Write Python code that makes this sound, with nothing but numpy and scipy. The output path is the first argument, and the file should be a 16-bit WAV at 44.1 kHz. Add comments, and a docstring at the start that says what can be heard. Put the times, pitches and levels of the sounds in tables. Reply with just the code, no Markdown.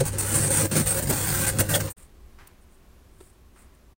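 """Scraping frost from a freezer

Thick frost is scraped off a running freezer in uneven strokes, very close by. Countless ice crystals
snap, clumps break away, and the hollow cabinet answers over the compressor's hum. After about two
seconds the sound cuts to a quiet room with faint scuffs, rustles, a tick and a tap."""
import sys
import numpy as np
from scipy import signal
from scipy.fft import rfft, irfft, next_fast_len
from scipy.io import wavfile
from scipy.ndimage import map_coordinates

SR = 44100
rng = np.random.default_rng(int(sys.argv[2]) if len(sys.argv) > 2 else 0)


def persist_wave(psi):
    """Save psi, clipped to +-1, as 16-bit WAV."""
    counts = np.round(np.clip(psi, -1, 1) * 32767).astype(np.int16)
    wavfile.write(sys.argv[1], SR, np.atleast_2d(counts).T)


N = 176400

# The four pitch bands of the scraping: cabinet, crunch, sizzle, fizz. Each row: low and high edge in Hz.
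ICE_BANDS = [(115, 700), (700, 7000), (7000, 11000), (11000, 16000)]
# Strokes of the blade. Each row: start and end in seconds, four band levels in dB, swell in dB.
BLADE_STROKES = [(0.052, 0.091, -35.5, -37.5, -33, -35.5, -0.5), (0.183, 0.218, -59, -34, -24, -29, 2),
                 (0.223, 0.319, -39.5, -37, -31.5, -36.5, 1.5),
                 (0.315, 0.486, -28.5, -34.5, -27.5, -36, -0.5), (0.505, 0.62, -31, -31.5, -24, -32, 1),
                 (0.613, 0.663, -25.5, -35.5, -30, -34, 0.5),
                 (0.713, 0.767, -28.5, -33.5, -33, -39.5, -1.5),
                 (0.754, 0.823, -27.5, -31.5, -25.5, -31.5, -4.5), (0.86, 0.936, -33.5, -34, -33, -32, -3),
                 (0.944, 1, -28, -35.5, -30, -30, 2.5), (1.024, 1.049, -28, -41, -31, -34, -7),
                 (1.071, 1.095, -28.5, -39.5, -36, -42.5, -5),
                 (1.099, 1.144, -26.5, -30.5, -30.5, -37.5, -2.5),
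                 (1.126, 1.46, -33.5, -33.5, -30.5, -31, 3.5), (1.465, 1.507, -33, -29.5, -24.5, -29, -4.5),
                 (1.586, 1.625, -28.5, -30.5, -26, -34.5, -5), (1.69, 1.774, -33.5, -32.5, -30, -29.5, 0),
                 (1.802, 1.821, -33.5, -31.5, -36, -34, -7), (1.872, 1.895, -41, -36.5, -52, -48, 5)]
# Clumps of ice breaking away. Each row: time in seconds, four band levels in dB.
CLUMP_BREAKS = [(.01, -19, -31, -30, -36.5), (0.13, -59, -57, -43, -51.5), (.361, -25, -33.5, -20.5, -29),
                (0.514, -47, -43, -26.5, -32), (1.107, -30.5, -36.5, -23, -23), (1.608, -27, -27, -24, -21),
                (1.756, -34, -24, -22.5, -22.5), (1.917, -35, -36.5, -23, -24.5)]
# Loose crumbs between strokes. For each band: level in dB halfway through the scraping.
CRUMB_LEVELS = [-35, -42.5, -44, -47]
# More crumbs fall as the ice gives way. For each band: growth in dB per second.
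CRUMB_GROWTH = [0.5, 0.5, 1, 5.5]
# The blade lifts clear. Each row: time and half-length in seconds, drop in the crumbs' level in dB.
BLADE_LIFTS = [(0.115, .012, 6.5), (0.688, .018, 7), (1.568, .01, -0.5)]
# Pitches boosted or weakened in the scraping, including the microphone's bright peak near 8.5 kHz.
# Each row: pitch in Hz, width in Hz, boost in dB.
SCRAPE_RESONANCES = [(154, 12, 8), (238, 18, -2), (315, 6.7, 6.5), (538.6, 56, 14), (824, 100, 5),
                     (1550, 180, 4.5), (1912, 160, 2.5), (3200, 90, -1.5), (4380, 130, 4.5), (7900, 80, -3),
                     (8430, 160, 6.5), (9150, 120, 4.5)]
# Brief, narrow rings and squeaks during the scraping.
# Each row: start and end in seconds, pitch and width in Hz, level in dB.
NARROW_RINGS = [(.33, .6, 8700, 360.7, -32.5), (0.712, 0.95, 8600, 255, -36),
                (.752, 0.72, 8670, 200, -28.5), (0.87, 0.922, 8500, 200, -26),
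                (0.337, 0.46, 8150, 350, -34.5), (0.99, 1.01, 588, 46.3, -37), (1.094, 1.113, 385, 90, -25),
                (1.604, 1.625, 565, 46.3, -31), (1.74, 1.78, 560, 32.4, -26), (1.739, 1.75, 3260, 310, -28),
                (0.53, 1.416, 15000, 583, -44)]
# The compressor's tones. Each row: pitch in Hz, level in dB.
HUM_TONES = [(99.9, -30.5), (64.8, -42.5)]
# The scraper bumps the cabinet. Each row: time in seconds, level in dB.
CABINET_BUMPS = [(0.014, -19), (1.108, -22)]
# Scuffs of the hand. Each row: start in seconds, level in dB.
HAND_SCUFFS = [(1.985, -64.5), (2.387, -52.5), (3.56, -58.5)]
# Handling rustles. Each row: time and half-length in seconds, level in dB.
HANDLING_RUSTLES = [(2.011, .03, -52.5), (2.626, 0.014, -67), (2.733, 0.0245, -64.5), (3.24, 0.062, -61),
                    (3.604, 0.035, -59), (3.751, .008, -64)]
# The tones of the tap. Each row: pitch in Hz, relative level in dB, seconds to fade by 60 dB.
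TAP_TONES = [(378, 1.5, 0.052), (480, -8.5, .03), (990, -21, 0.088), (1350, -12, 0.038), (1850, -11, .025),
             (3770, -7, 0.014)]

# A spectrum gives a sound its colour, from low to high. Each row: frequency in Hz, relative level in dB.
ICE_SPECTRUM = [(100, 16.5), (160, 8.5), (280, 4), (420, 0), (700, -5), (2000, -8), (3500, -13),
                (5500, -12), (7000, -10), (7800, -7.5), (8800, -2), (10200, -7), (11200, -13.5),
                (13000, -10), (14300, -4), (15800, -4)]  # a snapping crystal
SHUDDER_SPECTRUM = [(20, -9.5), (40, -3), (60, -4), (110, -6), (150, -10), (300, -45.5)]  # the rumbling cabinet
ROOM_SPECTRUM = [(12, -51), (20, 10.5), (27, -11), (59, 0), (122, -16.5), (225, -15.5), (298, -20),
                 (382, -16), (416, -23), (534, -24), (932, -29.5), (1100, -25.5), (1200, -30),
                 (4310, -38.5), (15500, -42.5)]
SCUFF_SPECTRUM = [(300, -28), (900, 1), (1350, 3), (2400, -3.5), (3300, -10.5), (9000, -19), (15000, -25)]
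RUSTLE_SPECTRUM = [(300, -26), (1200, 0), (3000, -5), (6000, -8), (8800, 11), (11500, -5), (15500, -2)]
TICK_SPECTRUM = [(500, -20.5), (7000, -13.5), (9000, -0.5), (11500, -14), (14000, 0.5), (16000, -5.5)]
CONTACT_SPECTRUM = [(200, -3.5), (500, 7), (1500, -9), (4000, -14), (6000, -19), (9000, -9), (15500, -30)]  # the touch that starts the tap

ATTACK_S, RELEASE_S = 0.001, 0.012  # how quickly strokes and rings rise and die away
FADE_S, SILENT_S, ROOM_START_S, ROOM_END_S = 1.8605, 1.935, 1.969, 3.93
TIME = np.arange(N) / SR  # in seconds


def amp(db):
    """Turn decibels into a number to multiply by."""
    return 10 ** (np.asarray(db) / 20)


def unit(x):
    """Scale a signal to an average (rms) strength of 1."""
    return x / np.sqrt(np.mean(x ** 2) + 1e-20)


def level_at(spectrum, hz):
    """Read a spectrum's level in dB between its rows."""
    frequencies, levels = np.transpose(spectrum)
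    return np.interp(np.log(hz + 1), np.log(frequencies + 1), levels)


def wobble(per_s):
    """A smooth curve through per_s random values each second."""
    return map_coordinates(rng.standard_normal(N // 8), [TIME * per_s], mode="wrap")


def filtered(x, gain_at):
    """Scale each frequency of x by gain_at(hz), then bring the result to strength 1."""
    size = 2 * next_fast_len(N)
    gain = np.maximum(gain_at(np.fft.rfftfreq(size, 1 / SR)), 1e-6)
    cepstrum = irfft(np.log(gain))
    # Folding this in half makes the filter ring only after a sound, never before it.
    cepstrum[1:size // 2] *= 2
    cepstrum[size // 2 + 1:] = 0
    return unit(irfft(rfft(x, size) * np.exp(rfft(cepstrum)))[:N])


def coloured(x, spectrum):
    """Give x the colour of a spectrum, at strength 1."""
    return filtered(x, lambda hz: amp(level_at(spectrum, hz)))


def noise(spectrum):
    """Steady noise with the colour of a spectrum."""
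    return coloured(rng.standard_normal(N), spectrum)


def held(start, end, attack_s, release_s):
    """A loudness curve that rises until start, holds, and dies away after end."""
    return np.exp(-np.maximum(start - TIME, 0) / attack_s - np.maximum(TIME - end, 0) / release_s)


def snaps(per_s=6000, spread_db=4):
    """Tiny clicks, like crystals snapping at random moments with very unequal force."""
    clicks = (rng.random(N) < per_s / SR) * np.sign(rng.standard_normal(N))
    force = amp(spread_db * np.minimum(rng.standard_normal(N), 2))
    return unit(clicks * force)


def crunch(cracks_per_s=260, cracks_db=-6):
    """Larger crystals crack here and there among the fine snaps."""
    cracks = (rng.random(N) < cracks_per_s / SR) * rng.uniform(-1, 1, N)
    return unit(snaps() + amp(cracks_db) * unit(cracks))


def compartment_echo(x, fade_s=0.057, echo_db=-3.5, moves_per_s=14):
    """Add the short, dense echo of the frosted compartment, which changes as the blade moves."""
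    age = np.arange(SR // 12) / SR
    hop = int(SR / moves_per_s)
    padded, window = np.pad(x, (hop, hop)), signal.get_window("hann", 2 * hop)
    tails = rng.standard_normal((256, len(age))) * amp(-60 * age / fade_s)
    echoes = np.zeros(N + SR)
    for start, tail in zip(range(0, N, hop), tails):  # each slice of sound gets its own echo
        echo = signal.fftconvolve(padded[start:start + 2 * hop] * window, tail / np.linalg.norm(tail))
        echoes[start:start + len(echo)] += echo
    return x + amp(echo_db) * echoes[hop:hop + N]


def ice_colour(hz, low_hz, high_hz):
    """How strong each frequency of the scraping is within one band."""
    in_band = ((1 + (low_hz / (hz + 1)) ** 14) * (1 + (hz / high_hz) ** 14)) ** -.5
    boost_db = sum(db / (1 + (2 * (hz - pitch) / width) ** 2) for pitch, width, db in SCRAPE_RESONANCES)
    return in_band * amp(level_at(ICE_SPECTRUM, hz) + boost_db)


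def ice_loudness(band):
    """The strength of one band over time: loose crumbs, blade strokes and breaking clumps add up."""
    crumbs = amp(CRUMB_LEVELS[band] + CRUMB_GROWTH[band] * (TIME - FADE_S / 2))
    for when, length, drop_db in BLADE_LIFTS:
        crumbs *= amp(-drop_db * np.exp(-((TIME - when) / length) ** 2))
    power = crumbs ** 2
    for start, end, *levels, swell_db in BLADE_STROKES:
        progress = np.clip((TIME - start) / (end - start), 0, 1) - .5
        soft_start_db = -1.5 * np.exp(-np.maximum(TIME - start, 0) / 0.0065)
        shape = held(start + ATTACK_S, end - RELEASE_S / 2, ATTACK_S, RELEASE_S)
        power += (shape * amp(levels[band] + swell_db * progress + soft_start_db)) ** 2
    rise_s, fall_s = 0.0099, (0.015 if band == 0 else 0.0064)  # the cabinet band lingers longest
    for when, *levels in CLUMP_BREAKS:
        width = np.where(TIME < when, rise_s, fall_s)
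        power += amp(levels[band]) ** 2 * np.exp(-((TIME - when) / width) ** 2)
    return np.sqrt(power)


def shimmer(x, depth_db=1.2, changes_per_s=16):
    """Narrow patches of the spectrum swell and sink at random."""
    slices = signal.stft(x, nperseg=512)[2]
    rows, columns = slices.shape
    slices_per_change = SR / 256 / changes_per_s
    grid = np.meshgrid(np.arange(rows), np.arange(columns) / slices_per_change, indexing="ij")
    swells = map_coordinates(rng.standard_normal(slices.shape), grid, order=1, mode="wrap")
    return signal.istft(slices * amp(depth_db * unit(swells)), nperseg=512)[1][:N]


def scraping(shared=0.62):
    """Bunches of snaps echo through the cabinet, with a ring or squeak now and then."""
    common = crunch()  # heard in every band; shared is its part of the power
    bunching = amp(wobble(220))
    sound = np.zeros(N)
    for band, edges in enumerate(ICE_BANDS):
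        grains = bunching * (np.sqrt(shared) * common + np.sqrt(1 - shared) * snaps())
        ice = filtered(compartment_echo(grains), lambda hz: ice_colour(hz, *edges))
        sound += ice_loudness(band) * ice
    for start, end, hz, width_hz, db in NARROW_RINGS:
        resonator = signal.iirpeak(hz, hz / width_hz, SR)
        ring = unit(signal.lfilter(*resonator, bunching * rng.standard_normal(N)))
        sound += amp(db) * ring * held(start, end, ATTACK_S, RELEASE_S)
    return shimmer(sound)


def compressor_hum():
    """The compressor hums with two low, slightly wavering tones."""
    return sum(amp(db + .7 * wobble(2.7)) * np.sin(2 * np.pi * hz * TIME + .15 * wobble(6))
               for hz, db in HUM_TONES)


def cabinet_shudder(level_db=-39):
    """The cabinet shudders with a low, uneven rumble."""
    return amp(level_db + 1.5 * wobble(11)) * noise(SHUDDER_SPECTRUM)


def scraper_bumps(hz=136.4, half_length_s=0.016):
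    """The scraper bumps the cabinet, which answers with a short, low thud."""
    sound = np.zeros(N)
    for when, db in CABINET_BUMPS:
        age = TIME - when
        sound += amp(db) * np.exp(-(age / half_length_s) ** 2) * np.sin(2 * np.pi * hz * age)
    return sound


def room_noise(level_db=-52, settling_db_per_s=0.86):
    """Low room noise that flutters a little and slowly settles."""
    from_middle_s = TIME - (ROOM_START_S + ROOM_END_S) / 2
    flutter_db = .5 * wobble(8)
    return amp(level_db - settling_db_per_s * from_middle_s + flutter_db) * noise(ROOM_SPECTRUM)


def hand_scuffs():
    """The hand slips a little, making short, grainy rubs."""
    loudness = sum(amp(db) * held(start + 0.0019, start + 0.0067, attack_s=0.0035, release_s=0.082)
                   for start, db in HAND_SCUFFS)
    return loudness * coloured(snaps(), SCUFF_SPECTRUM)


def rustles():
    """Handling makes faint, brief swells of crackle."""
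    crackle = coloured(snaps() * amp(2.4 * wobble(120)), RUSTLE_SPECTRUM)
    return crackle * sum(amp(db) * np.exp(-.5 * ((TIME - when) / length) ** 2)
                         for when, length, db in HANDLING_RUSTLES)


def tick(start_s=2.473, length_s=.004, level_db=-45):
    """One thin tick: a tiny burst of bright noise."""
    shape = held(start_s, start_s + length_s, attack_s=.001, release_s=0.0027)
    return amp(level_db) * noise(TICK_SPECTRUM) * shape


def tap(start_s=3.205, contact_db=-50.5, ring_db=-37.5):
    """One soft tap: a puff of noise at the touch, and a few tones that quickly die away."""
    shape = held(start_s, start_s + 0.0078, attack_s=0.00089, release_s=0.0045)
    contact = amp(contact_db) * noise(CONTACT_SPECTRUM) * shape
    age = np.maximum(TIME - start_s, 0)
    ring = sum(amp(ring_db + db - 60 * age / fade_s) * np.sin(2 * np.pi * hz * age)
               for hz, db, fade_s in TAP_TONES)
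    return contact + ring * (1 - np.exp(-age / 0.0019))


def scene():
    """The scraping and the freezer fade quickly, and the quiet room takes over."""
    freezer = scraping() + compressor_hum() + cabinet_shudder() + scraper_bumps()
    room = room_noise() + hand_scuffs() + rustles() + tick() + tap()
    freezer_fade = np.clip((SILENT_S - TIME) / (SILENT_S - FADE_S), 0, 1) ** 1.4
    room_fade = held(ROOM_START_S, ROOM_END_S, attack_s=0.0014, release_s=0.00526)
    return (freezer_fade * freezer + room_fade * room)[None]


def record(dry):
    """Cut away the very highest treble."""
    top_hz, edge_width_hz = 15850, 250
    size = next_fast_len(N + SR // 2)
    edge = np.clip((top_hz - np.fft.rfftfreq(size, 1 / SR)) / edge_width_hz + .5, 0, 1)
    return irfft(rfft(dry, size) * np.sin(np.pi / 2 * edge) ** 2, size)[..., :N]


dry = scene()
out = record(dry)
persist_wave(out)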